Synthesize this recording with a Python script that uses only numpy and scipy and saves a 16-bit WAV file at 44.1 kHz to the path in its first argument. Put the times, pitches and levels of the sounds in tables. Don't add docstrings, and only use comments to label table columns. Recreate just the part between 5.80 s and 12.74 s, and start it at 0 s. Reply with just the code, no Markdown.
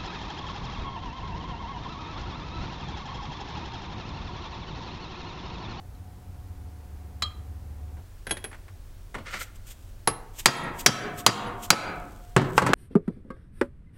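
import sys
import numpy as np
from scipy import signal
from scipy.fft import rfft, irfft
from scipy.io import wavfile
from scipy.ndimage import uniform_filter1d

SR = 44100
rng = np.random.default_rng(int(sys.argv[2]) if len(sys.argv) > 2 else 0)


def output_pcm(signal):
    pcm = np.clip(np.atleast_2d(signal).T, -1, 1) * 32767
    wavfile.write(sys.argv[1], SR, np.round(pcm).astype(np.int16))


N = 306054


def gain_of(db):
    return 10 ** (np.asarray(db) / 20)


def unit_rms(x):
    return x / np.sqrt(np.mean(x ** 2) + 1e-20)


def read(points, hz):
    f, value = np.transpose(points)
    return np.interp(np.log(hz + 1), np.log(f + 1), value)


def add(mix, s, sound):
    part = mix[round(s * SR):][:len(sound)]
    part += sound[:len(part)]


def by_law(law, db):
    return law[0] + law[1] * db


def coloured(x, spectrum):
    gains = gain_of(read(spectrum, np.fft.rfftfreq(len(x), 1 / SR)))
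    return unit_rms(irfft(rfft(x) * gains, len(x)))


def burst(db, spectrum, rise, t60):
    t = np.arange(8192) / SR
    shape = gain_of(db - 60 * t / t60) * (1 - np.exp(-t / rise))
    sound = coloured(rng.standard_normal(len(t)), spectrum) * shape
    return sound * np.linalg.norm(shape) / np.linalg.norm(sound)


def ring(db, hz, modes, rough=0.81, flutter_s=0.0083):
    level_db, t60 = np.transpose(modes)[:, :, None]
    t = np.arange(0, 1.4 * t60.max() ** .5, 1 / SR)
    uneven, phase = rng.standard_normal((2, len(modes), 1))
    knots = rng.standard_normal((len(modes), 400, 2)) @ [1, 1j]
    flutter = np.array([np.interp(t / flutter_s, np.arange(400), k) for k in knots])
    turns = np.exp(1j * (2 * np.pi * np.outer(hz, t) + phase))
    waves = gain_of(db + level_db + 2 * uneven - 60 * t / t60) * turns
    return (waves * (1 + rough * flutter)).imag.sum(0) * (1 - np.exp(-t / 0.001))


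def rustle(curve, spectrum, per_s, grain_db):
    s, db = np.transpose(curve)
    t = np.arange(s[0], s[-1], 1 / SR)
    size = gain_of(grain_db * np.minimum(rng.exponential(1, len(t)), 4))
    touches = rng.random(len(t)) < per_s / SR
    grains = coloured(size * touches * rng.standard_normal(len(t)), spectrum)
    return s[0], grains * gain_of(np.interp(t, s, db)) * signal.windows.tukey(len(t), .15)


# (f/Hz, level/dB)
METAL_CRACK = [(180, -48.5), (300, -21), (1250, -3.5), (2030, -5.5), (3350, -11.5), (4230, -6.5),
               (5340, -17.5), (6960, -8), (10700, -24.5), (16000, -31)]
SOFT_CRACK = [(120, -29), (200, -12.5), (456, -6.5), (883, -1.5), (7830, -18.5), (9060, -28),
              (10900, -12.5), (13600, -45), (16000, -105)]
THUD = [(35, -33), (60, -3), (160, 2), (606, -6), (952, -9), (2290, -19), (2490, -19), (4420, -26),
        (8000, -43), (10400, -63.5), (17600, -120)]
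SHOT_LANDING = [(47, -36.5), (80, 4.5), (1270, -3), (3340, -13.5), (4300, -36.5), (4770, -5.5), (7890, -35),
                (11000, -28), (12000, -49), (15600, -69.5), (22000, -120)]
CASE_HZ = 1750, 3090, 3246, 5448, 5658, 5900, 6240, 6405, 6500, 7354
CASE = [(-23.5, 0.11), (-6, 0.046), (-5.5, 0.066), (-7, 0.12), (0, 0.04), (0, 0.048), (-2.5, 0.035),
        (-19, 0.079), (-19.5, 0.086), (-22, 0.062)]
SHAFT_HZ = 3930, 4060, 4200, 4745
SHAFT = [(-27, 0.06), (3.5, 0.025), (3, 0.034), (-1, 0.085)]
SOCKET_HZ = 5399, 8387, 10630, 10780
SOCKET = [(-20, 0.08), (-11, 0.045), (-5.5, 0.13), (2, 0.064)]
HANDLE_HZ = 900, 1130, 1290
HANDLE = [(5, 0.033), (0, 0.065), (-1, 0.043)]
BENCH_HZ = 129, 180, 285, 371, 440, 528, 931, 1130
BENCH = [(2.5, 0.14), (0, 0.12), (-11.5, 0.24), (-4, 0.13), (2, 0.044), (3, 0.03), (-24, .05),
         (-7.5, 0.0077)]
BOWL_HZ = 712, 1297
BOWL = [(-19.5, 2), (3.5, 0.34)]
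METAL_LAW, SOFT_LAW, THUD_LAW = (9.2, 2.1), (2.5, 0.93), (-7.5, 0.93)
SHOT_LAW, SHOT_THUD_LAW, HANDLE_LAW = (2.1, 1.7), (-4, 2), (-17.5, .05)
CASE_LAW, SHAFT_LAW, BENCH_LAW, BOWL_LAW = (-8, 2.6), (5, 2.2), (-13.5, 0.77), (-20, 1.25)
# (t/s, force/dB, how squarely the case is rung/dB, socket rattle/dB)
BLOWS = [(4.274, -17.5, -8, -20), (4.658, 1, 3.5, -27), (5.062, 1, 8, -11.5), (5.464, 0.5, 4.5, -32.5),
         (5.904, 0, -1, -21)]


def mallet_blows():
    out = np.zeros(N)
    for s, db, square_db, socket_db in BLOWS:
        add(out, s, burst(by_law(METAL_LAW, db), METAL_CRACK, 0.00041, 0.051))
        add(out, s, burst(by_law(SOFT_LAW, db), SOFT_CRACK, 0.00014, 0.055))
        add(out, s, burst(by_law(THUD_LAW, db), THUD, 0.00065, 0.13))
        add(out, s + .022, burst(by_law(SHOT_LAW, db), SHOT_LANDING, 0.0048, 0.056))
        add(out, s + .015, burst(by_law(SHOT_THUD_LAW, db), THUD, 0.0042, 0.084))
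        add(out, s, ring(by_law(HANDLE_LAW, db), HANDLE_HZ, HANDLE, rough=0.21))
        add(out, s, ring(by_law(CASE_LAW, db) + square_db, CASE_HZ, CASE, rough=0.73))
        add(out, s, ring(by_law(SHAFT_LAW, db) - .45 * square_db, SHAFT_HZ, SHAFT, rough=0.059))
        add(out, s, ring(socket_db, SOCKET_HZ, SOCKET))
        add(out, s, ring(by_law(BENCH_LAW, db), BENCH_HZ, BENCH, rough=0.62))
        add(out, s, ring(by_law(BOWL_LAW, db), BOWL_HZ, BOWL, rough=0.5, flutter_s=0.069))
    return out


# (f/Hz, level/dB)
SLAP = [(120, -47), (200, -72), (394, -9.5), (1120, -2.5), (1620, -3.5), (3250, -18.5), (3490, -23.5),
        (7830, -23), (16000, -44)]
# (t/s, handle slap/dB, head weight/dB)
BOUNCES = [(6.564, -7, -10), (6.571, -17, -8), (6.615, -25, -26), (6.642, -39, -28), (6.779, 2.5, -16),
           (6.819, -14, -13.5), (6.864, -12, -19), (6.89, -32, -19.5), (6.934, 0, -15)]


def mallet_drop():
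    out = np.zeros(N)
    for s, slap_db, weight_db in BOUNCES:
        add(out, s, burst(slap_db, SLAP, 0.00031, 0.069))
        add(out, s, burst(weight_db - 3, THUD, 0.002, 0.17))
        add(out, s, ring(weight_db, BENCH_HZ, BENCH, rough=0.38))
        add(out, s, ring(slap_db - 4.5, HANDLE_HZ, HANDLE, rough=0.38))
    return out


# (f/Hz, level/dB)
TICK = [(120, -35), (200, -7), (806, 0.5), (1080, -15), (1560, 4.5), (2380, -1.5), (9930, -23),
        (10900, -0.5), (16000, -77)]
SEAT_HZ = 1620, 3047, 3305, 4000, 4474, 6514
SEAT = [(-2, 0.046), (-11, 0.14), (1.5, 0.082), (-4, 0.057), (-14, 0.062), (-10, 0.062)]
SEAT_THUD_LAW, SEAT_RING_LAW, SEAT_BENCH_LAW = (6, 1.33), (40.4, 2.86), (9, 1.705)
# (t/s, tick/dB, socket ring/dB)
SEATINGS = [(2.468, -29.5, -44), (2.494, -37.5, -39), (2.509, -23, -25.5), (2.569, -34, -50),
            (2.641, -29.5, -35.5)]
# (t/s, level/dB)
CHATTER = [(4.766, -32.5), (4.799, -53), (4.833, -47.5), (5.669, -51.5), (5.969, -54), (5.993, -57)]


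def loose_socket():
    out = np.zeros(N)
    for s, db, socket_db in SEATINGS:
        add(out, s, burst(db, TICK, 0.00054, 0.056))
        add(out, s, burst(by_law(SEAT_THUD_LAW, db), THUD, 0.0056, 0.091))
        add(out, s, ring(socket_db, SOCKET_HZ, SOCKET))
        add(out, s, ring(by_law(SEAT_RING_LAW, db), SEAT_HZ, SEAT, rough=0.17))
        add(out, s, ring(by_law(SEAT_BENCH_LAW, db), BENCH_HZ[2:], BENCH[2:], rough=0.68))
    for s, db in CHATTER:
        add(out, s, ring(db, SOCKET_HZ, SOCKET))
    return out


CAN_HZ = 1001, 1217, 3031, 3230, 3900, 4010, 4355, 5146, 6062
CAN = [(-25, 0.068), (-22.5, 0.23), (-24, 0.069), (-11.5, 0.15), (-6, 0.045), (-7.5, 0.087), (-11, 0.099),
       (-15, 0.047), (-22, .04)]
# (t/s, crack/dB)
CLINKS = [(.148, -67), (1.422, -22)]


def can_clinks():
    out = np.zeros(N)
    for s, db in CLINKS:
        add(out, s, burst(db, METAL_CRACK, 0.00029, 0.047) + burst(db - 20, THUD, 0.0024, 0.24))
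        add(out, s, ring(db + 8.5, CAN_HZ, CAN, rough=0.74))
    return out


# (f/Hz, level/dB)
TAP = [(180, -55), (300, -11), (1170, -4), (2100, -5.5), (2410, -11.5), (5130, -26.5), (6570, -28),
       (8290, -25), (12000, -35), (15600, -66), (22000, -120)]
# (t/s, tick/dB, thud/dB)
TAPS = [(2.169, -53.5, -50), (2.714, -44, -49), (2.728, -40, -62), (2.744, -41.5, -62), (2.881, -46.5, -67),
        (3.343, -31, -40.5), (3.349, -30.5, -33.5), (3.382, -37.5, -39), (3.463, -45, -50),
        (3.538, -32, -42)]


def bench_taps():
    out = np.zeros(N)
    for s, tick_db, thud_db in TAPS:
        add(out, s, burst(tick_db, TAP, 0.00094, 0.071) + burst(thud_db, THUD, 0.007, 0.21))
    return out


# (f/Hz, level/dB)
SHOT = [(880, -7.5), (1500, -7), (3240, 1.5), (4360, -6.5), (8190, 2), (9800, -9), (13000, -1.5),
        (16300, -13)]
# (middle t/s, level/dB, hold/s)
SWISHES = [(3.551, -53, 0.078), (3.616, -40, 0.033), (3.76, -55, 0.0044), (3.881, -50, .02),
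           (3.913, -46, .016), (4.597, -35.5, .012), (5.003, -36.5, 0.015), (5.394, -40.5, 0.025),
           (5.843, -39.5, 0.024), (6.779, -38, 0.0096), (6.815, -52, 0.021), (6.866, -47, .012)]
# (start t/s, end t/s, level/dB)
STRAYS = [(3.966, 4.11, -66), (6.118, 6.55, -64.5), (6.632, 6.77, -58)]


def steel_shot():
    out = np.zeros(N)
    for s, db, hold in SWISHES:
        start, end = s - hold / 2, s + hold / 2
        swell = [(start - .062, db - 28), (start - .012, db - 14), (start, db)]
        fade = [(end, db), (end + .018, db - 17.5), (end + .059, db - 28)]
        add(out, *rustle(swell + fade, SHOT, per_s=25000, grain_db=1.5))
    for start, end, db in STRAYS:
        add(out, *rustle([(start, db), (end, db)], SHOT, per_s=1500, grain_db=4))
    return out


# (f/Hz, level/dB)
RUB = [(290, -45), (500, -7.5), (693, -16), (1070, -13), (1330, 2), (1600, -6), (2050, -2), (2500, -7),
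       (2900, -9.5), (8270, -22), (9000, -23), (11700, -49), (19800, -120)]
# (t/s, level/dB)
DRAG = [(3.44, -56), (3.456, -51), (3.466, -41), (3.524, -44.5), (3.54, -31.5), (3.554, -36), (3.604, -45),
        (3.614, -33), (3.65, -54), (3.71, -60)]


def mallet_drag():
    out = np.zeros(N)
    add(out, *rustle(DRAG, RUB, per_s=8000, grain_db=1.8))
    return out


ORDERS = 1, 2, 3, 7.943
ORDERS_DB = -48.5, -60.5, -65, -65.5
MOTOR_HZ, DRONE_HZ, HUM_END_S = 91.5, 73.4, 2.225
DRONE_DB, LOAD_DB, LOAD_S = -40, 32, .45


def motors(t):
    drone = gain_of(DRONE_DB - LOAD_DB * np.exp(-t / LOAD_S)) * np.sin(2 * np.pi * DRONE_HZ * t)
    hum = sum(gain_of(db) * np.sin(2 * np.pi * (k * MOTOR_HZ * t + rng.random()))
              for k, db in zip(ORDERS, ORDERS_DB))
    waver = 1 + 0.24 * unit_rms(uniform_filter1d(rng.standard_normal(N), SR // 8))
    return np.sqrt(2) * (drone + hum * waver)


# (f/Hz, t60/s)
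GARAGE = [(60, 0.8), (250, 1), (1000, 0.78), (2500, 0.55), (5000, 0.3), (12000, 0.3)]


def wall_reflections():
    taps, count = np.zeros(SR), (SR - 301) // 20
    signs = rng.choice([-1., 1.], count)
    taps[np.arange(300, SR - 20, 20) + rng.integers(0, 20, count)] = signs
    hz, t, bands = signal.stft(taps, SR, nperseg=256)
    decay = gain_of(-60 * t / read(GARAGE, hz)[:, None])
    echo = signal.istft(bands * decay, SR, nperseg=256)[1]
    return echo / np.linalg.norm(echo)


def garage_echo(x):
    turn = 2 * np.pi * .6 * np.arange(N) / SR
    shares = np.sin(turn), np.cos(turn)
    return sum(signal.fftconvolve(x * share, wall_reflections())[:N] for share in shares)


# (f/Hz, level/dB)
AIR_HUMMING = [(8.8, -48), (15, -9.5), (87, -1), (151, -16), (280, -22.5), (364, -24), (581, -27),
               (672, -32), (734, -25.5), (1140, -33.5), (1440, -35), (3360, -45), (14900, -50.5),
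               (16300, -61)]
AIR_QUIET = [(8.8, -14.5), (15, -2.5), (38, 3.5), (65, -11.5), (92, -1.5), (139, -21), (364, -27.5),
             (473, -31), (517, -28.5), (825, -33.5), (1710, -37), (1980, -40), (8320, -46), (14900, -52.5),
             (16300, -40)]


def room_tone(running):
    humming = gain_of(-44.5) * coloured(rng.standard_normal(N), AIR_HUMMING)
    quiet = gain_of(-43.5) * coloured(rng.standard_normal(N), AIR_QUIET)
    return running * humming + (1 - running) * quiet


def scene():
    work = mallet_blows() + mallet_drop() + loose_socket() + can_clinks()
    work += bench_taps() + steel_shot() + mallet_drag()
    work += garage_echo(gain_of(-18) * work)
    low_cut = signal.butter(3, 85, "high", fs=SR, output="sos")
    t = np.arange(N) / SR
    running = np.clip((HUM_END_S - t) / 0.0079, 0, 1)
    return (signal.sosfilt(low_cut, work) + room_tone(running) + running * motors(t))[None]


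THRESHOLD_DB, ATTACK_S, RECOVERY_DB_PER_S = -12.5, 0.0019, 106.4
HISS_DB, BAND_EDGE_HZ = -65.5, 15900


def record(dry):
    power_db = 10 * np.log10(signal.lfilter([.012], [1, -.988], dry[0] ** 2) + 1e-12)
    recovery_db = np.arange(N) * RECOVERY_DB_PER_S / SR
    held_db = np.maximum.accumulate(power_db + recovery_db) - recovery_db
    over_db = np.maximum(held_db - THRESHOLD_DB, 0)
    lag = np.exp(-1 / (ATTACK_S * SR))
    ducked = dry / gain_of(0.95 * signal.lfilter([1 - lag], [1, -lag], over_db))
    clipped = .6 * np.tanh(ducked / .6)
    hissing = clipped + gain_of(HISS_DB) * rng.standard_normal(N)
    low_pass = signal.firwin(511, BAND_EDGE_HZ, window=("kaiser", 9), fs=SR)
    return signal.oaconvolve(hissing, low_pass[None], "same")


dry = scene()
out = record(dry)
output_pcm(out)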